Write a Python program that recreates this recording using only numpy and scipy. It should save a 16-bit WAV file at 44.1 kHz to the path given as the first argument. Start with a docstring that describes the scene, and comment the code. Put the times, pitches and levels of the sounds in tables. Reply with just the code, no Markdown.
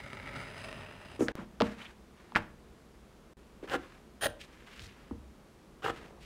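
"""Leatherwork at a desk in a small room, close to the microphone, over steady room air.
A hobby knife rasps along a steel ruler: random fibre clicks through leather, ruler and desk spectra.
A hide is flipped over and a cut piece slapped onto the mat (pulses of air, snaps, rustle); the dragged hide
squeaks twice (noise on a rising tone). A broad knife chops off three corners (clicks through knife modes)
while fingers slide and turn the work (swept-speed grain). The level drops twice, briefly, before the chops."""
import sys
import numpy as np
from scipy import signal
from scipy.io import wavfile
from scipy.ndimage import uniform_filter1d

SR = 44100
rng = np.random.default_rng(int(sys.argv[2]) if len(sys.argv) > 2 else 0)


def wav_record(signal):
    """Record a signal, one row per channel, as 16-bit PCM in the file named by sys.argv[1]."""
    frames = np.transpose(np.atleast_2d(signal))
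    bounded = np.clip(frames, -1, 1)
    # unit amplitude maps onto the largest positive 16-bit level
    quanta = np.round(bounded * 32767).astype(np.int16)
    wavfile.write(sys.argv[1], SR, quanta)


N = 275625
TIME = np.arange(N) / SR
HZ = np.fft.rfftfreq(4096, 1 / SR)


def amp(db):
    """Decibels to gain."""
    return 10 ** (np.asarray(db) / 20)


def unit(x):
    """Scales to rms 1."""
    return x / np.sqrt(np.mean(x ** 2) + 1e-20)


def read(points, hz=HZ):
    """Interpolates a table along a log-frequency axis."""
    f, value = np.transpose(points)
    return np.interp(np.log(hz + 1), np.log(f + 1), value)


def add(mix, start_s, sound):
    """Mixes a sound in, in place, cut off at the end of the mix."""
    part = mix[round(start_s * SR):][:len(sound)]
    part += sound[:len(part)]


def response(db):
    """Minimum-phase impulse response with the given spectral shape, scaled to energy 1."""
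    log_gain = np.log(amp(np.r_[db, db[-2:0:-1]]))
    spectrum = np.exp(np.conj(signal.hilbert(log_gain)))
    taps = np.fft.ifft(spectrum).real
    return taps / np.linalg.norm(taps)


def colour(x, db):
    """Passes x through a body with the given spectral shape."""
    return signal.oaconvolve(x, response(db))[:len(x)]


def fibres(per_s, spread_db):
    """Fibres parting one by one: clicks of random time, sign and size, rms 1."""
    size = amp(spread_db * np.minimum(rng.exponential(1, N), 3))
    sign = rng.choice([-1, 1], N)
    parts_now = rng.random(N) < per_s / SR
    return unit(size * sign * parts_now)


def judder(rate_hz, depth_db):
    """Uneven sticking and slipping, as a gain of mean power 1."""
    knots = rng.standard_normal(N)
    return unit(amp(depth_db * np.interp(TIME * rate_hz, np.arange(N), knots)))


# room air spectrum: f/Hz, relative level/dB
AIR_SPECTRUM = [(20, -18.5), (36, -0.5), (48, -6), (61, 3.5), (80, -11), (105, -14.5), (135, -7.5),
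                (170, -9), (215, -5.5), (280, -13), (340, -9.5), (700, -19), (1200, -21.5), (1700, -26),
                (10900, -40.5), (15500, -48)]
AIR_DB = -56


def hush():
    """Steady air of the room: shaped white noise."""
    return amp(AIR_DB) * colour(rng.standard_normal(N), read(AIR_SPECTRUM))


def steel_rule(x, t60_s, ring_db):
    """The thin ruler has many close modes: each snap rings on briefly with a fixed, jagged colour."""
    t = TIME[:SR // 20]
    ring = rng.standard_normal(len(t)) * amp(-60 * t / t60_s)
    return x + amp(ring_db) * signal.oaconvolve(x, ring / np.linalg.norm(ring))[:N]


# long cut: t/s, fibre rasp level/dB, ruler fizz level/dB, both before the gains below
STROKE = [(0.02, -48.5, -64.5), (0.294, -47, -67), (0.38, -44, -60), (0.5, -49, -61), (0.51, -52, -65),
          (0.634, -46, -57.5), (0.9, -52, -70.5), (0.926, -53, -70), (1.17, -52.5, -65.5)]
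# toughest fibres catching the blade: t/s, click size/dB over the rms of the others
SNAGS = [(0.132, 31), (.171, 23), (.23, 23), (0.728, 30), (.756, 20), (.834, 23)]
# rasp spectrum, arm stretched out: f/Hz, relative level/dB
RASP_FAR = [(180, -24), (300, -18), (381, -4), (465, -9.5), (583, -0.5), (721, -10.5), (797, -6), (987, -7),
            (1120, -15), (1280, 0.5), (1590, -9), (2200, 0.5), (2530, -15), (2790, -11), (6000, -38),
            (7800, -44), (13200, -120)]
# rasp spectrum, knife drawn near: f/Hz, relative level/dB
RASP_NEAR = [(180, -15), (300, -15), (442, -2), (471, -11.5), (613, 3), (749, -9.5), (808, -4.5),
             (1120, -7.5), (1270, -5.5), (1670, -8), (1870, -2), (2070, -10), (2760, -5), (3130, -12),
             (6000, -41.5), (7800, -78), (13200, -120)]
# spectrum of the blade on the ruler: f/Hz, relative level/dB
FIZZ = [(2500, -25.5), (4000, 3.5), (4350, -11), (4770, 2), (5250, -2.5), (6600, -7.5), (7400, -12),
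        (8600, -7), (9200, -7.5), (10000, -1.5), (10900, -20), (12800, -28), (15500, -17)]
# spectrum of the desk under the cut: f/Hz, relative level/dB
RUMBLE = [(30, -12.5), (80, 2), (135, 2.5), (190, -7), (260, -1.5), (450, -26), (900, -43.5)]
RASP_GAIN_DB, FIZZ_GAIN_DB, RUMBLE_GAIN_DB = 0, -1.5, -5.5


def long_cut():
    """The blade tears fibres in fits; the same snaps rasp in the leather and fizz on the ruler."""
    t, rasp_db, fizz_db = np.transpose(STROKE)
    drag = np.interp(TIME, [1.16, 1.2], [1, 0]) * judder(rate_hz=29.7, depth_db=0.7)
    rasp = amp(np.interp(TIME, t, rasp_db)) * drag
    fizz = amp(np.interp(TIME, t, fizz_db)) * drag

    snaps = fibres(per_s=3500, spread_db=2.0) * judder(rate_hz=300, depth_db=3.0)
    for at_s, size_db in SNAGS:
        add(snaps, at_s, amp([size_db]))

    near = np.interp(TIME, [.43, .59], [0, 1])
    leather = np.sqrt(1 - near) * colour(snaps, read(RASP_FAR))
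    leather += np.sqrt(near) * colour(snaps, read(RASP_NEAR))
    ruler = colour(steel_rule(snaps, t60_s=0.015, ring_db=-5.0), read(FIZZ))
    # separate clicks, but in step with the rasp level
    desk = colour(fibres(per_s=3200, spread_db=-1.0), read(RUMBLE))
    cut = rasp * (amp(RASP_GAIN_DB) * leather + amp(RUMBLE_GAIN_DB) * desk)
    return cut + amp(FIZZ_GAIN_DB) * fizz * ruler


# colour of rubbed leather: f/Hz, relative level/dB
NAP = [(300, 4), (1700, 2.5), (2600, 1), (4500, -2), (9000, -0.5), (15500, -3)]


def rub(grain, start_s, length_s, hz, rise, q, power):
    """Leather grain brushing the mat: a band of clicks swelling and fading with the speed of the move."""
    part = grain[round(start_s * SR):round((start_s + length_s) * SR)]
    speed = np.interp(TIME[:len(part)] / length_s, [0, rise, 1], [0, 1, 0])
    band = 1 / (1 + (q * ((HZ + 1) / hz - hz / (HZ + 1))) ** 2)
    return speed ** power * colour(part, 20 * np.log10(band + 1e-4) + read(NAP))


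# leather, blade and fingers sliding: start t/s, length/s, relative level/dB, centre f/Hz
SLIDES = [ (1.191, 0.086, -50, 6200), (1.192, .06, -41, 730), (1.249, 0.21, -49, 880),
          (1.378, 0.072, -44, 250), (1.61, 0.16, -47, 1490), (1.761, .17, -51, 1600),
          (2.14, 0.24, -63.5, 1510), (2.35, .12, -51, 990), (3.626, .04, -52, 1410),
          (3.752, 0.27, -57, 1510), (4.391, 0.069, -49.5, 2850), (4.44, 0.29, -61, 1880),
          (4.662, 0.043, -55.5, 1600), (4.68, 0.28, -55, 2250), (4.789, 0.099, -56, 3700),
          (4.922, 0.21, -60.5, 1392), (5.865, .25, -53, 1400), (5.928, 0.33, -55, 330),
          (6.2, 0.085, -57, 2750)]
SLIDE_RISE = 0.3  # share of the slide spent speeding up
SLIDE_Q, SLIDE_Q_HZ = 0.39, 3800  # broad band, sharper the higher it lies


def slides():
    """The work is pushed and turned on the mat: each move speeds up quickly and runs out slowly."""
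    grain = fibres(per_s=7000, spread_db=3.5) * judder(rate_hz=130, depth_db=2.5)
    out = np.zeros(N)
    for start_s, length_s, db, hz in SLIDES:
        q = np.hypot(SLIDE_Q, hz / SLIDE_Q_HZ)
        add(out, start_s, amp(db) * rub(grain, start_s, length_s, hz, SLIDE_RISE, q, power=0.63))
    return out


# desk modes under the mat: f/Hz, relative level/dB, t60/s
DESK = [(41.3, -33, 0.5), (62.5, -16, 0.096), (131, -5, 0.2), (174, -3.5, 0.075), (214, -4, 0.041),
        (253, 0.5, 0.11), (320.6, 2, 0.14), (469.5, 0.5, 0.19), (592, -9, 0.17)]
SETTLE, GLIDE_SWELLS = 0.497, 1.22  # usual final share of the first pitch; time constant of the glide


def thump(first_hz, swell_s, settle, desk_db):
    """Air squeezed out in a pulse whose pitch sinks as the contact spreads, and the desk shaking under it."""
    t = TIME[:SR // 2]
    u = t / swell_s
    hz = first_hz * (settle + (1 - settle) * np.exp(-u / GLIDE_SWELLS))
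    air = (u * np.exp(1 - u)) ** 1.6 * np.sin(2 * np.pi * np.cumsum(hz) / SR)
    desk = sum(amp(db - 60 * t / t60_s) * np.sin(2 * np.pi * f * t) for f, db, t60_s in DESK)
    return air + amp(desk_db) * desk / abs(desk).max()


# leather, knife or fingers meeting the mat: t/s, air pulse level/dB, first f/Hz, snap peak level/dB
CONTACTS = [ (1.192, -29, 483, -70), (1.2075, -16.5, 532, -33), (1.222, -18.5, 423, -60),
            (1.284, -22, 2550, -19.5), (1.287, -29.5, 836, -34), (1.385, -35, 330, -65),
            (1.391, -36.5, 1900, -52), (1.6037, -20.5, 2040, -20), (1.6067, -19.5, 710, -40),
            (1.6105, -17, 940, -18.5), (1.6195, -19, 1600, -15.5), (1.6209, -18.5, 362, -32),
            (2.3208, -40, 1400, -45), (2.3494, -26.5, 2100, -46), (2.354, -22.5, 3160, -22),
            (2.359, -10, 2510, -28), (2.364, -19.5, 1450, -21.5), (2.3689, -23, 1930, -34),
            (3.6282, -34.5, 517, -55), (3.642, -37, 610, -50), (3.698, -39, 1730, -29),
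            (4.795, -44, 3820, -30.5), (4.806, -48, 150, -58), (5.1099, -41, 1410, -53),
            (5.1115, -30, 380, -65), (5.116, -39.5, 100, -77)]
# snap spectrum: f/Hz, relative level/dB
SNAP = [(300, -28), (1500, 8), (3000, 12.5), (5000, 5), (6500, -8), (9000, -18), (15500, -30)]
SWELL_CYCLES = 2  # cycles of the first pitch until the air pulse peaks
DESK_DB, DESK_DB_PER_OCTAVE = -8.5, -0.6  # desk re air pulse at 1 kHz; small, high patches shake it less
RUSTLE_DB, RUSTLE_S, RUSTLE_RATIO = -18.5, 0.037, 0.65  # re air pulse; length; centre re first pitch


def blows():
    """Each contact snaps, thumps and rustles to rest; a wide patch is lower and slower than a small one."""
    snap = response(read(SNAP))
    snap = snap / abs(snap).max()
    grain = fibres(per_s=7000, spread_db=0.5)
    out = np.zeros(N)
    for at_s, db, hz, snap_db in CONTACTS:
        add(out, at_s, amp(snap_db) * snap)
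        desk_db = DESK_DB + DESK_DB_PER_OCTAVE * np.log2(hz / 1000)
        add(out, at_s, amp(db) * thump(hz, SWELL_CYCLES / hz, SETTLE, desk_db))
        rustle = rub(grain, at_s, RUSTLE_S, RUSTLE_RATIO * hz, rise=0.012, q=1.0, power=2.1)
        add(out, at_s, amp(db + RUSTLE_DB) * rustle)
    return out


# hide squeaking as it is dragged into place: start t/s, peak t/s, end t/s, level/dB, first f/Hz, last f/Hz
SQUEAKS = [(1.799, 1.818, 1.84, -47.5, 1900, 3530), (1.844, 1.858, 1.883, -50, 2400, 3380)]


def squeaks(width_hz):
    """Rough stick-slip whose rate rises as the hide gathers speed: low-passed noise on a rising tone."""
    low_pass = signal.butter(3, width_hz, fs=SR, output="sos")
    rough = signal.sosfilt(low_pass, rng.standard_normal(N))
    out = np.zeros(N)
    for start_s, peak_s, end_s, db, first_hz, last_hz in SQUEAKS:
        turns = np.cumsum(np.interp(TIME, [start_s, end_s], [first_hz, last_hz])) / SR
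        swell = np.interp(TIME, [start_s, peak_s, end_s], [0, 1, 0])
        out += amp(db) * swell * unit(rough * np.sin(2 * np.pi * turns))
    return out


CRACK_LOW_HZ, CRACK_HIGH_HZ, CRACK_SWELL_S = 1461, 2473, 0.00086


def cracks(full_s, through_s, count):
    """Tough fibre bundles give way one after another, unevenly, from full force to breakthrough."""
    out = np.zeros(SR)
    for k, (when, pitch) in enumerate(rng.random((count, 2))):
        at_s = (through_s - full_s) * (k + when) / count
        hz = CRACK_LOW_HZ + (CRACK_HIGH_HZ - CRACK_LOW_HZ) * pitch
        add(out, at_s, thump(hz, CRACK_SWELL_S, SETTLE, desk_db=-16))
    return out


# corners chopped off: start t/s, full force t/s, through t/s, crunch level/dB,
# force at start/dB and at end/dB (re full), blade ring, crack and thud level/dB, thud first f/Hz, grip
CHOPS = [(3.675, 3.734, 3.765, -30.5, -18, -5, -64, -40, -32, 350, "flat"),
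         (4.211, 4.231, 4.269, -30.5, -12.5, -2, -38, -40, -23.5, 696, "tilted"),
         (5.823, 5.846, 5.907, -31.5, -17, -5, -70, -26, -41, 480, "flat")]
# crunch spectrum: f/Hz, relative level/dB
CRUNCH = [(50, -9), (170, -9), (400, -1), (900, -4), (1700, -4), (2400, -14), (3300, -14), (4500, -22.5),
          (7000, -27.5), (10000, -36), (15500, -37)]
# broad knife on the mat, by grip: f/Hz, width/Hz, boost/dB
KNIFE = { "flat": [(502, 160, 7), (635, 81, -9.5), (778, 91, 9), (890, 76, -11), (1356, 87, 5),
         (1670, 370, 1.5), (2460, 190, 1.5), (2920, 390, 6.5), (3600, 130, -3), (7800, 370, 6),
         (12800, 410, -3)], "tilted": [(140.3, 160, -10), (380, 320, -6.5), (605, 160, 2), (804, 28, 11),
         (950, 150, -13.5), (1210, 190, -12), (1870, 200, 4.5), (2150, 170, -11), (3200, 120, 6),
         (3900, 160, 7), (4480, 580, 6)]}
# ring of its steel blade: f/Hz, width/Hz, relative level/dB
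BLADE = [(3300, 300, -7), (5100, 400, -12), (6350, 200, -12), (7030, 200, -13), (8750, 130, -8),
         (9150, 300, -6), (9425, 55, 0), (10150, 350, -8), (13550, 400, -12), (14110, 80, -5)]
THUD_LEAD_S = 0.012  # the edge meets the mat just before the corner comes free
THUD_SWELL_S, THUD_SETTLE, THUD_DESK_DB = 0.005, 0.762, -5


def chops():
    """Force builds until the edge breaks through and thuds; the crunch sounds in knife and ringing blade."""
    snaps = fibres(per_s=6000, spread_db=1.0) * judder(rate_hz=450, depth_db=2.0)
    low_pass = signal.butter(2, 750, fs=SR, output="sos")
    crunch, scrape = np.zeros((2, N))
    for (start_s, full_s, through_s, db, start_db, end_db,
         ring_db, crack_db, thud_db, thud_hz, grip) in CHOPS:
        stages = [start_s, full_s, through_s]
        force = amp(np.interp(TIME, stages, [start_db, 0, end_db]))
        force *= np.interp(TIME, [start_s - .002, start_s, through_s, through_s + .004], [0, 1, 1, 0])

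        body_db = read(CRUNCH)
        for hz, width_hz, peak_db in KNIFE[grip]:
            body_db = body_db + peak_db / (1 + (2 * (HZ - hz) / width_hz) ** 2)
        sound = amp(db) * colour(force * snaps, body_db)
        # the bass grows as the edge sinks towards the mat
        bass = signal.sosfiltfilt(low_pass, sound)
        bass_gain = amp(np.interp(TIME, stages, [-9, 0, 1.5]))
        crunch += sound + bass * (bass_gain - 1)

        thud = thump(thud_hz, THUD_SWELL_S, THUD_SETTLE, THUD_DESK_DB)
        add(crunch, through_s - THUD_LEAD_S, amp(thud_db) * thud)
        add(crunch, full_s, amp(crack_db) * cracks(full_s, through_s, count=4))
        scrape += amp(ring_db) * force * snaps

    t = TIME[:SR // 8]
    steel = np.zeros(len(t))
    for hz, width_hz, db in BLADE:
        decay = np.sqrt(width_hz) * np.exp(-np.pi * width_hz * t)
        steel += amp(db) * decay * np.sin(2 * np.pi * hz * t)
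    return crunch + signal.oaconvolve(scrape, steel / np.linalg.norm(steel))[:N]


# reverberation: f/Hz, t60/s
ROOM_T60 = [(100, 0.49), (300, 0.4), (1000, 0.33), (2500, 0.33), (6000, 0.22), (14000, 0.16)]
# spectrum of the reflections at their start: f/Hz, relative level/dB
ROOM_COLOUR = [(60, 11), (400, 0.5), (2200, -5), (5000, -4), (14000, 0)]


def room(x, delay_s, rise_s):
    """Sparse reflections of random sign, each band dying at its own speed."""
    t = TIME[:SR // 2]
    taps = rng.choice([-1., 1.], len(t)) * (rng.random(len(t)) < 4000 / SR)
    onset = np.clip((t - delay_s) / rise_s, 0, 1)
    hz, at_s, bands = signal.stft(taps * onset, SR, nperseg=256)
    decay_db = read(ROOM_COLOUR, hz)[:, None] - 60 * at_s / read(ROOM_T60, hz)[:, None]
    tail = signal.istft(bands * amp(decay_db), SR, nperseg=256)[1]
    return signal.oaconvolve(x, tail / np.linalg.norm(tail))[:N]


def scene():
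    """All the handwork, its reflections and the quiet room."""
    air = hush()
    handwork = long_cut() + slides() + squeaks(width_hz=680) + chops()
    slaps = blows()
    wet = room(amp(-15.5) * slaps + amp(-15.0) * handwork, delay_s=0.0054, rise_s=0.007)
    return (slaps + handwork + wet + air)[None]


# brief drops in level: start t/s, end t/s
DROPS = [(1.32, 1.354), (3.335, 3.369)]
DROP_DB, CLICK_DB, CLICK_DECAY_S = -24.0, -28.5, 0.0012
LOW_CUT_HZ, HIGH_CUT_HZ = 22, 15850


def record(dry):
    """The microphone loses the deepest bass; the level drops twice, the first ending in a click; treble cut."""
    gate = np.ones(N)
    for start_s, end_s in DROPS:
        gate[round(start_s * SR):round(end_s * SR)] = amp(DROP_DB)
    low_cut = signal.butter(2, LOW_CUT_HZ, "high", fs=SR, output="sos")
    out = signal.sosfilt(low_cut, dry[0]) * uniform_filter1d(gate, size=32)
    click = -amp(CLICK_DB) * np.exp(-TIME[:SR // 20] / CLICK_DECAY_S)
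    add(out, DROPS[0][1], click)
    high_cut = signal.firwin(511, HIGH_CUT_HZ, window=("kaiser", 9), fs=SR)
    return signal.oaconvolve(out, high_cut, "same")[None]


dry = scene()
out = record(dry)
wav_record(out)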